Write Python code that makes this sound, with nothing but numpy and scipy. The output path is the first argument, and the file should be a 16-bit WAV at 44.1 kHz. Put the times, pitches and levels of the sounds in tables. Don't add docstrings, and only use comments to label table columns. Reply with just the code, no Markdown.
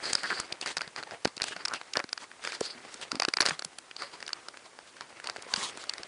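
import sys
import numpy as np
from scipy import signal
from scipy.fft import rfft, irfft, next_fast_len
from scipy.io import wavfile
from scipy.ndimage import uniform_filter1d, map_coordinates

SR = 44100
rng = np.random.default_rng(int(sys.argv[2]) if len(sys.argv) > 2 else 0)


def file_out(sig):
    cols = np.atleast_2d(sig).T
    lim = np.clip(cols, -1, 1)
    pcm = np.round(lim * 32767).astype(np.int16)
    wavfile.write(sys.argv[1], SR, pcm)


N = 267883


def amp(db):
    return 10 ** (np.asarray(db) / 20)


def unit(x):
    return x / np.sqrt(np.mean(x ** 2) + 1e-20)


def filtered(x, response):
    m = next_fast_len(N + SR // 2)
    return irfft(rfft(x, m) * response(np.fft.rfftfreq(m, 1 / SR)), m)[..., :N]


def shape(points):
    point_hz, gain_db = np.transpose(points)
    return lambda hz: amp(np.interp(np.log(hz + 1), np.log(point_hz + 1), gain_db))


def resonance(mode):
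    pitch, width, gain_db = mode
    return lambda hz: amp(gain_db) * 1j * hz * width / (pitch ** 2 - hz ** 2 + 1j * hz * width)


def wobble(rate):
    knots = rng.standard_normal(int(N * rate / SR) + 4)
    return map_coordinates(knots, [np.arange(N) * rate / SR])


# pitch_hz, gain_db (relative)
ROOM_COLOUR = [(20, 0), (40, -2), (90, -3), (190, -3), (400, -2), (1200, -1), (2500, -7), (4600, -8),
               (10000, -10)]
ROOM_DB = -56


def room():
    hush = unit(filtered(rng.standard_normal(N), shape(ROOM_COLOUR)))
    return amp(ROOM_DB + 0.22 * wobble(34)) * hush


def fibres(per_second, spread_db, life):
    happens = rng.random(N) < per_second / SR
    kicks = happens * amp(spread_db * rng.exponential(size=N))
    fade = np.exp(-np.arange(SR // 50) / SR / life)
    return unit(signal.fftconvolve(kicks, fade)[:N])


def friction(points, rough):
    grit = 1 + rough * fibres(per_second=250, spread_db=2.5, life=.0015)
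    spectrum = signal.stft(rng.standard_normal(N), nperseg=256)[2]
    patches = rng.standard_normal(spectrum.shape)
    patches = uniform_filter1d(patches, size=5, axis=0)
    patches = uniform_filter1d(patches, size=11, axis=1)
    noise = signal.istft(spectrum * amp(1.8 * unit(patches)), nperseg=256)[1][:N]
    return unit(grit * filtered(noise, shape(points)))


# time_s, scrape_level_db
RUSTLE_LEVELS = [(0, -44.5), (.45, -51), (.75, -59.5), (1.0, -56), (1.35, -61.5), (1.62, -59), (1.9, -56.5),
                 (2.1, -63), (2.4, -57), (2.75, -51), (3.08, -52.5), (3.36, -114), (3.55, -55), (3.7, -61),
                 (3.95, -62), (4.1, -55), (4.8, -61), (5.4, -52.5), (5.75, -49.5), (6.07, -49.5)]
RUSTLE_HISS_DB, RUSTLE_SWISH_DB = -19, -6.5
# start_s, length_s, carpet_scrape_db, claw_hiss_db, sheeting_swish_db,
# rubbed_patch_pitch_hz (levels are those halfway through, before the pressure wavers)
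DRAG_STROKES = [(0.037, 0.084, -44, -38.5, -41, 1720), (0.164, 0.053, -48, -41.5, -46.5, 1610),
                (0.236, 0.18, -47, -43, -48, 1530), (0.509, 0.035, -49.5, -64, -67, 635),
                (0.624, 0.0024, -38.5, -51, -48, 2900), (0.664, 0.053, -44, -49.5, -41.5, 1910),
                (0.817, 0.029, -49.5, -53.5, -83, 1900), (0.974, 0.017, -41.5, -47, -47, 1400),
                (1.073, 0.0036, -48.5, -59, -58, 870), (1.118, 0.03, -46, -73, -56.5, 700),
                (1.272, 0.011, -49.5, -47, -56, 1190), (1.417, 0.0033, -42.5, -63, -61, 1500),
                (1.45, 0.077, -45.5, -52.5, -44, 2900), (1.567, 0.06, -49, -56, -59, 1400),
                (1.679, 0.022, -47.5, -73, -85, 1230), (1.736, 0.03, -43, -50, -48.5, 2700),
                (1.964, 0.033, -41.5, -87, -65, 1400), (2.202, 0.04, -52.5, -61, -50, 1000),
                (2.428, 0.075, -47, -53, -45, 1710), (2.522, 0.034, -48.5, -48, -44.5, 1660),
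                (2.627, 0.049, -54, -40.5, -42, 1370), (2.705, 0.0083, -60, -38, -48.5, 1300),
                (2.907, 0.043, -65, -69, -52, 1180), (3.022, 0.01, -45, -58, -41.5, 2920),
                (3.114, 0.055, -52, -54, -70, 970), (3.232, 0.011, -44.5, -71.5, -89, 1750),
                (3.287, 0.0049, -42.5, -43, -51, 1190), (3.419, 0.019, -38.5, -68, -66.5, 1360),
                (3.46, 0.015, -38, -33, -33.5, 1700), (3.49, 0.0075, -35.5, -47, -42.5, 1300),
                (3.516, 0.023, -46, -57, -45.5, 1160), (3.992, 0.058, -46, -42.5, -50, 1280),
                (4.134, 0.022, -51, -51.5, -52.5, 1050), (4.356, 0.13, -59.5, -75, -62, 1280),
                (4.65, 0.023, -56, -66, -55, 900), (4.874, 0.0073, -55.5, -67, -53, 1450),
                (5.015, 0.0053, -47.5, -50.5, -60, 1010), (5.237, 0.098, -54, -59, -80, 930),
                (5.484, 0.077, -48.5, -60, -47, 990), (5.569, 0.12, -44.5, -58, -36.5, 1010),
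                (5.797, 0.035, -57, -59, -46, 1600)]
ATTACK_DB_PER_S, RELEASE_DB_PER_S = 1231, 550
SWELL_DB = 2.5
PATCH_DB, PATCH_Q = 1, 4.2
UNEVEN_DB, UNEVEN_PER_S = 1.5, 60


def strokes():
    t = np.arange(N) / SR
    rustle_db = np.interp(t, *np.transpose(RUSTLE_LEVELS))
    layer_db = np.array([[0], [RUSTLE_HISS_DB], [RUSTLE_SWISH_DB]])
    power = amp(2 * (rustle_db + layer_db))
    grit = friction([(300, 0), (5000, 0)], rough=.5)
    patch = np.zeros(N)
    for s, length, *levels_db, hz in DRAG_STROKES:
        fall_db = ATTACK_DB_PER_S * np.maximum(s - t, 0)
        fall_db += RELEASE_DB_PER_S * np.maximum(t - s - length, 0)
        fall_db += SWELL_DB * np.clip(2 * (t - s) / length - 1, -1, 1) ** 2
        near = fall_db < 40
        power[:, near] += amp(2 * (np.array(levels_db)[:, None] - fall_db[near]))
        ring = unit(signal.lfilter(*signal.iirpeak(hz, PATCH_Q, SR), grit[near]))
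        patch[near] += amp(levels_db[0] + PATCH_DB - fall_db[near]) * ring
    return np.vstack([np.sqrt(power), patch]) * amp(UNEVEN_DB * wobble(UNEVEN_PER_S))


LEAD_IN_S, LEAD_IN_DB = .003, -11
KICK_S = .0005
COLOUR_SPREAD_DB = 4


def bursts(times, levels_db, modes, kick, t60, soft_hz, detune):
    t = np.arange(SR // 20) / SR
    click = np.arange(N) == 0
    rings = []
    for mode in modes:
        softened = lambda hz: resonance(mode)(hz) / (1 + 1j * hz / soft_hz) ** 2
        rings.append(filtered(click, softened)[:len(t)])
    after = t - LEAD_IN_S - KICK_S
    lead_in = amp(LEAD_IN_DB) * t / LEAD_IN_S
    swell = np.where(after < 0, lead_in, amp(-60 * np.abs(after) / t60))
    out, lead = np.zeros(N + SR), round(LEAD_IN_S * SR)
    for s, db in zip(times, levels_db):
        puff = swell * rng.standard_normal(len(t))
        puff[lead + round(KICK_S * SR)] = -kick * amp(rng.normal(0, COLOUR_SPREAD_DB))
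        body = np.zeros(len(t))
        for ring in rings:
            retuned = np.interp(t * (1 + rng.normal(0, detune)), t, ring)
            body += amp(rng.normal(0, COLOUR_SPREAD_DB)) * retuned
        sound = signal.fftconvolve(puff, body)[:len(t)]
        sound *= np.sqrt(SR / 625) / np.linalg.norm(sound)
        out[round(s * SR):][:len(t)] += amp(db) * sound
    return out[lead:lead + N]


# pitch_hz, width_hz, gain_db (relative)
CRACK_MODES = [(5120, 380, 2.5), (4646, 340, 14), (4110, 550, 3.5), (2900, 900, -3.5)]
# pitch_hz, width_hz, gain_db (relative)
POST_MODES = [(950, 940, -6), (1475, 300, 0.5), (1860, 450, -1.5), (2345, 500, -4.5)]
TICKS_PER_S = 60
TICK_DB, TICK_SPREAD_DB = 2, 2


def ticks(scrape):
    place, size, tilt = rng.random((round(6 * TICKS_PER_S), 3)).T
    at = place * (N - 1) / SR
    scrape_db = 20 * np.log10(scrape[(at * SR).astype(int)])
    tick_db = scrape_db + TICK_DB - TICK_SPREAD_DB * np.log(1 - size)
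    crack = bursts(at, tick_db - 16 * tilt, CRACK_MODES,
                   kick=1.8, t60=0.022, soft_hz=6000, detune=0.059)
    knock = bursts(at, tick_db - 6 * (1 - tilt), POST_MODES,
                   kick=7.6, t60=0.0039, soft_hz=2600, detune=0.063)
    return crack + knock


# pitch_hz, gain_db (relative)
SCRAPE_COLOUR = [(50, -0.5), (200, -5.5), (350, 3), (900, 0), (1500, -0.5), (2100, 0), (3000, -7.5),
                 (5000, -33)]
HISS_COLOUR = [(2500, -22), (3600, 1), (4150, 18.5), (4750, 24.5), (5250, 14), (5700, -6.5), (7000, -16.5)]
SWISH_COLOUR = [(1200, -27.5), (2500, 5), (3300, 13), (6000, 7), (8000, 6), (10000, 2)]


def drag():
    scrape, hiss, swish, patch = strokes()
    rub = scrape * friction(SCRAPE_COLOUR, rough=.55)
    rub += hiss * friction(HISS_COLOUR, rough=.4)
    rub += swish * friction(SWISH_COLOUR, rough=.14)
    return rub + patch + ticks(scrape)


# pitch_hz, width_hz, gain_db (relative)
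EDGE_MODES = [(6580, 6300, 23), (8940, 1400, -1)]
# time_s, bright_crack_db, post_knock_db, top_edge_db
CLAW_SNAPS = [(0.1317, -25, -31.5, -17.5), (0.1522, -16, -24.5, -23), (0.2335, -33.5, -29.5, -32.5),
              (0.3029, -47, -24, -51), (0.3999, -43, -27.5, -23.5), (0.5244, -24.5, -48, -36.5),
              (0.6128, -30, -36, -30.5), (0.6604, -30.5, -26.5, -33.5), (0.6745, -31.5, -32, -38.5),
              (0.7692, -23.5, -23, -28), (0.7747, -30, -31.5, -40), (0.7817, -28, -36, -46),
              (0.792, -58, -37, -56), (0.809, -38, -25.5, -41.5), (0.8168, -28.5, -26, -37.5),
              (0.877, -39.5, -39.5, -46), (0.962, -31.5, -31.5, -49), (1.0277, -36.5, -32.5, -47),
              (1.0346, -35, -35.5, -53), (1.1096, -40, -34.5, -52), (1.2488, -21, -32.5, -31.5),
              (1.2541, -22.5, -21, -54), (1.2754, -33.5, -38.5, -39), (1.3674, -34.5, -53, -40),
              (1.3784, -33, -42.5, -53), (1.4004, -67, -31.5, -66), (1.4097, -55, -31, -50.5),
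              (1.419, -19.5, -33, -27.5), (1.4324, -29, -47, -39), (1.44, -26, -26.5, -25.5),
              (1.4834, -40, -33, -32.5), (1.5644, -36, -30, -46), (1.6522, -22, -35, -33.5),
              (1.6556, -23, -29.5, -33), (1.6823, -27.5, -36, -35), (1.737, -28, -27.5, -31.5),
              (1.8136, -41.5, -32, -47), (1.9359, -25.5, -40.5, -51), (1.9549, -39, -24.5, -47),
              (1.9699, -18.5, -23, -42), (1.9926, -32.5, -30.5, -54), (2.0006, -51, -23.5, -43),
              (2.0408, -34.5, -33.5, -54), (2.0912, -37.5, -42, -51), (2.1296, -21.5, -29.5, -30.5),
              (2.177, -32, -31, -53), (2.315, -52, -38, -54.5), (2.4395, -37, -35, -37),
              (2.4496, -35.5, -28.5, -35), (2.4738, -30, -24.5, -49), (2.521, -35.5, -30, -39.5),
              (2.5499, -32.5, -41, -42), (2.6081, -40.5, -32, -26.5), (2.5305, -46.5, -34, -44),
              (2.9418, -44.5, -44, -34), (3.0137, -41.5, -41, -36.5), (3.1173, -22.5, -25.5, -30.5),
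              (3.1549, -30.5, -33.5, -36.5), (3.199, -18.5, -20.5, -46), (3.2213, -20, -18.5, -37.5),
              (3.2328, -26.5, -34, -55), (3.25, -19.5, -21, -42), (3.2857, -23.5, -23, -28.5),
              (3.3376, -19, -21.5, -36), (3.3701, -19, -24, -40), (3.3854, -50, -25, -59),
              (3.4053, -13.5, -15, -29), (3.4094, -20, -30, -19), (3.419, -21, -27, -38),
              (3.426, -25, -26.5, -40), (3.4551, -25.5, -21.5, -28.5), (3.4622, -18.5, -20.5, -25),
              (3.473, -35, -23.5, -42), (3.4868, -22.5, -25, -30), (3.494, -31, -32, -25),
              (3.508, -50, -23, -55), (3.5935, -27.5, -34, -32), (3.6225, -32, -31.5, -57),
              (3.6482, -30.5, -36, -26), (3.7856, -39, -37.5, -33.5), (3.912, -44, -35, -63),
              (3.965, -31, -40.5, -47.5), (4.021, -31.5, -30, -38.5), (4.204, -40, -39.5, -51),
              (4.2268, -34, -30.5, -56), (4.265, -35.5, -48, -50), (4.279, -31, -38, -39.5),
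              (4.2914, -37.5, -33.5, -47), (4.3048, -57, -37.5, -63), (4.3313, -22, -32.5, -46),
              (4.4849, -34, -32.5, -39.5), (4.572, -47, -38, -44.5), (4.789, -45.5, -36.5, -58),
              (4.967, -51, -42.5, -51), (5.0087, -36, -31.5, -44), (5.1996, -49.5, -35.5, -45),
              (5.2422, -42, -32.5, -37.5), (5.258, -41, -43, -66), (5.272, -26, -36, -34),
              (5.289, -52, -32, -56), (5.298, -27, -28, -37.5), (5.362, -49, -30.5, -44.5),
              (5.367, -40, -38, -47.5), (5.423, -53, -46.5, -35), (5.5385, -16, -25, -37.5),
              (5.5612, -24.5, -35, -33.5), (5.7734, -43.5, -41, -36.5), (5.8392, -41, -36, -43),
              (5.895, -20.5, -41, -33), (5.9366, -31.5, -35, -34.5), (5.9814, -34, -35.5, -49),
              (6.0327, -32.5, -39, -46)]


def snaps():
    s, crack_db, knock_db, edge_db = np.transpose(CLAW_SNAPS)
    crack = bursts(s, crack_db, CRACK_MODES, kick=9, t60=0.011, soft_hz=6000, detune=.025)
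    knock = bursts(s, knock_db, POST_MODES, kick=9, t60=0.013, soft_hz=3200, detune=.08)
    edge = bursts(s, edge_db, EDGE_MODES, kick=3, t60=0.013, soft_hz=15000, detune=.04)
    return crack + knock + edge


# time_s, peak_level_db
BODY_JOLTS = [(.1318, -37), (.1536, -36), (.4006, -37), (.7704, -46), (1.4195, -36), (3.4063, -38),
              (5.543, -39)]
JOLT_S = .0005


def jolts():
    out, u = np.zeros(N + SR), np.arange(SR // 100) / SR / JOLT_S
    for s, db in BODY_JOLTS:
        out[round(s * SR):][:len(u)] += amp(db) * u * np.exp(1 - u)
    return out[:N]


# (time to fall 60 dB, at least 0.003 s is used)
PAW_THUDS = [(0.153, -40, 553, 0.069), (0.312, -32, 367, 0.16), (0.524, -36.5, 201, 0.012),
             (0.778, -40.5, 161, 0.065), (0.874, -41, 150, 0.026), (1.254, -15.5, 410, 0.0052),
             (1.27, -28.5, 227, 0.022), (1.373, -39, 284, 0.0072), (1.51, -37.5, 380, 0.016),
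             (1.56, -41.5, 185, 0.079), (1.643, -46, 278, 0.015), (1.972, -22, 625, 0.0017),
             (1.993, -31.5, 572, 0.084), (2.043, -32.5, 275, 0.012), (2.612, -18.5, 434, 0.02),
             (2.749, -41.5, 243, 0.22), (2.949, -44, 252, 0.042), (3.129, -30, 267, 0.027),
             (3.147, -28, 252, 0.016), (3.167, -33, 266, 0.046), (3.283, -21.5, 328, 0.019),
             (3.369, -34, 390, 0.032), (3.406, -26.5, 350, 0.025), (3.462, -30.5, 600, 0.012),
             (3.487, -30, 310, 0.0096), (3.513, -31, 157, 0.086), (3.656, -40, 164, 0.055),
             (4.032, -36.5, 564, 0.14), (5.466, -38, 503, 0.018), (5.576, -32, 203, 0.066)]


def thuds():
    out, t = np.zeros(N + SR), np.arange(SR // 5) / SR
    for s, db, hz, t60 in PAW_THUDS:
        turns = hz * t + 0.12 * (1 - np.exp(-4 * hz * t))
        push = -np.sin(2 * np.pi * turns) * amp(-60 * t / max(t60, .003))
        push *= np.sqrt(SR / 600) / np.linalg.norm(push)
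        out[round(s * SR):][:len(t)] += amp(db) * push
    return out[:N]


# start_s, loops (count), first_gap_s,
# gap_ratio (next gap over this one), level_db (before softening), change_db (per loop), start_pitch_hz
SLIP_RUNS = [(.2408, 6, .0054, .9, -19, -1, 1500), (.3066, 5, .0063, .91, -18, -.5, 1370),
             (1.6987, 1, 0, 1, -32, 0, 1200), (1.7115, 5, .0068, 1.14, -24, 0, 1220),
             (1.5215, 3, .0055, 1, -29, 0, 1400), (1.9595, 4, .0036, .95, -21, -1, 1450),
             (1.978, 2, .004, 1, -25, -4, 1500)]


def slips():
    out, t = np.zeros(N + SR), np.arange(SR // 40) / SR
    for s, loops, gap, ratio, db, change_db, hz in SLIP_RUNS:
        for k in range(loops):
            tone = np.sin(2 * np.pi * hz * (t + 45 * t * t))
            spit = 0.5 * np.exp(-t / 0.001) * rng.standard_normal(len(t))
            level_db = db + change_db * k + rng.normal(0, 1) - 60 * t / 0.014
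            out[round(s * SR):][:len(t)] += amp(level_db) * (tone + spit)
            s += gap * ratio ** k
    return filtered(out[:N], lambda hz: 1 / (1 + 1j * hz / 2500))


def scene():
    air = room() + drag() + snaps() + thuds() + slips()
    through_port = filtered(air, lambda hz: (1j * hz / (1j * hz + 110)) ** 2)
    return (through_port + jolts())[None]


TOP_HZ = 10120


def record(dry):
    return filtered(dry, lambda hz: hz < TOP_HZ)


dry = scene()
out = record(dry)
file_out(out)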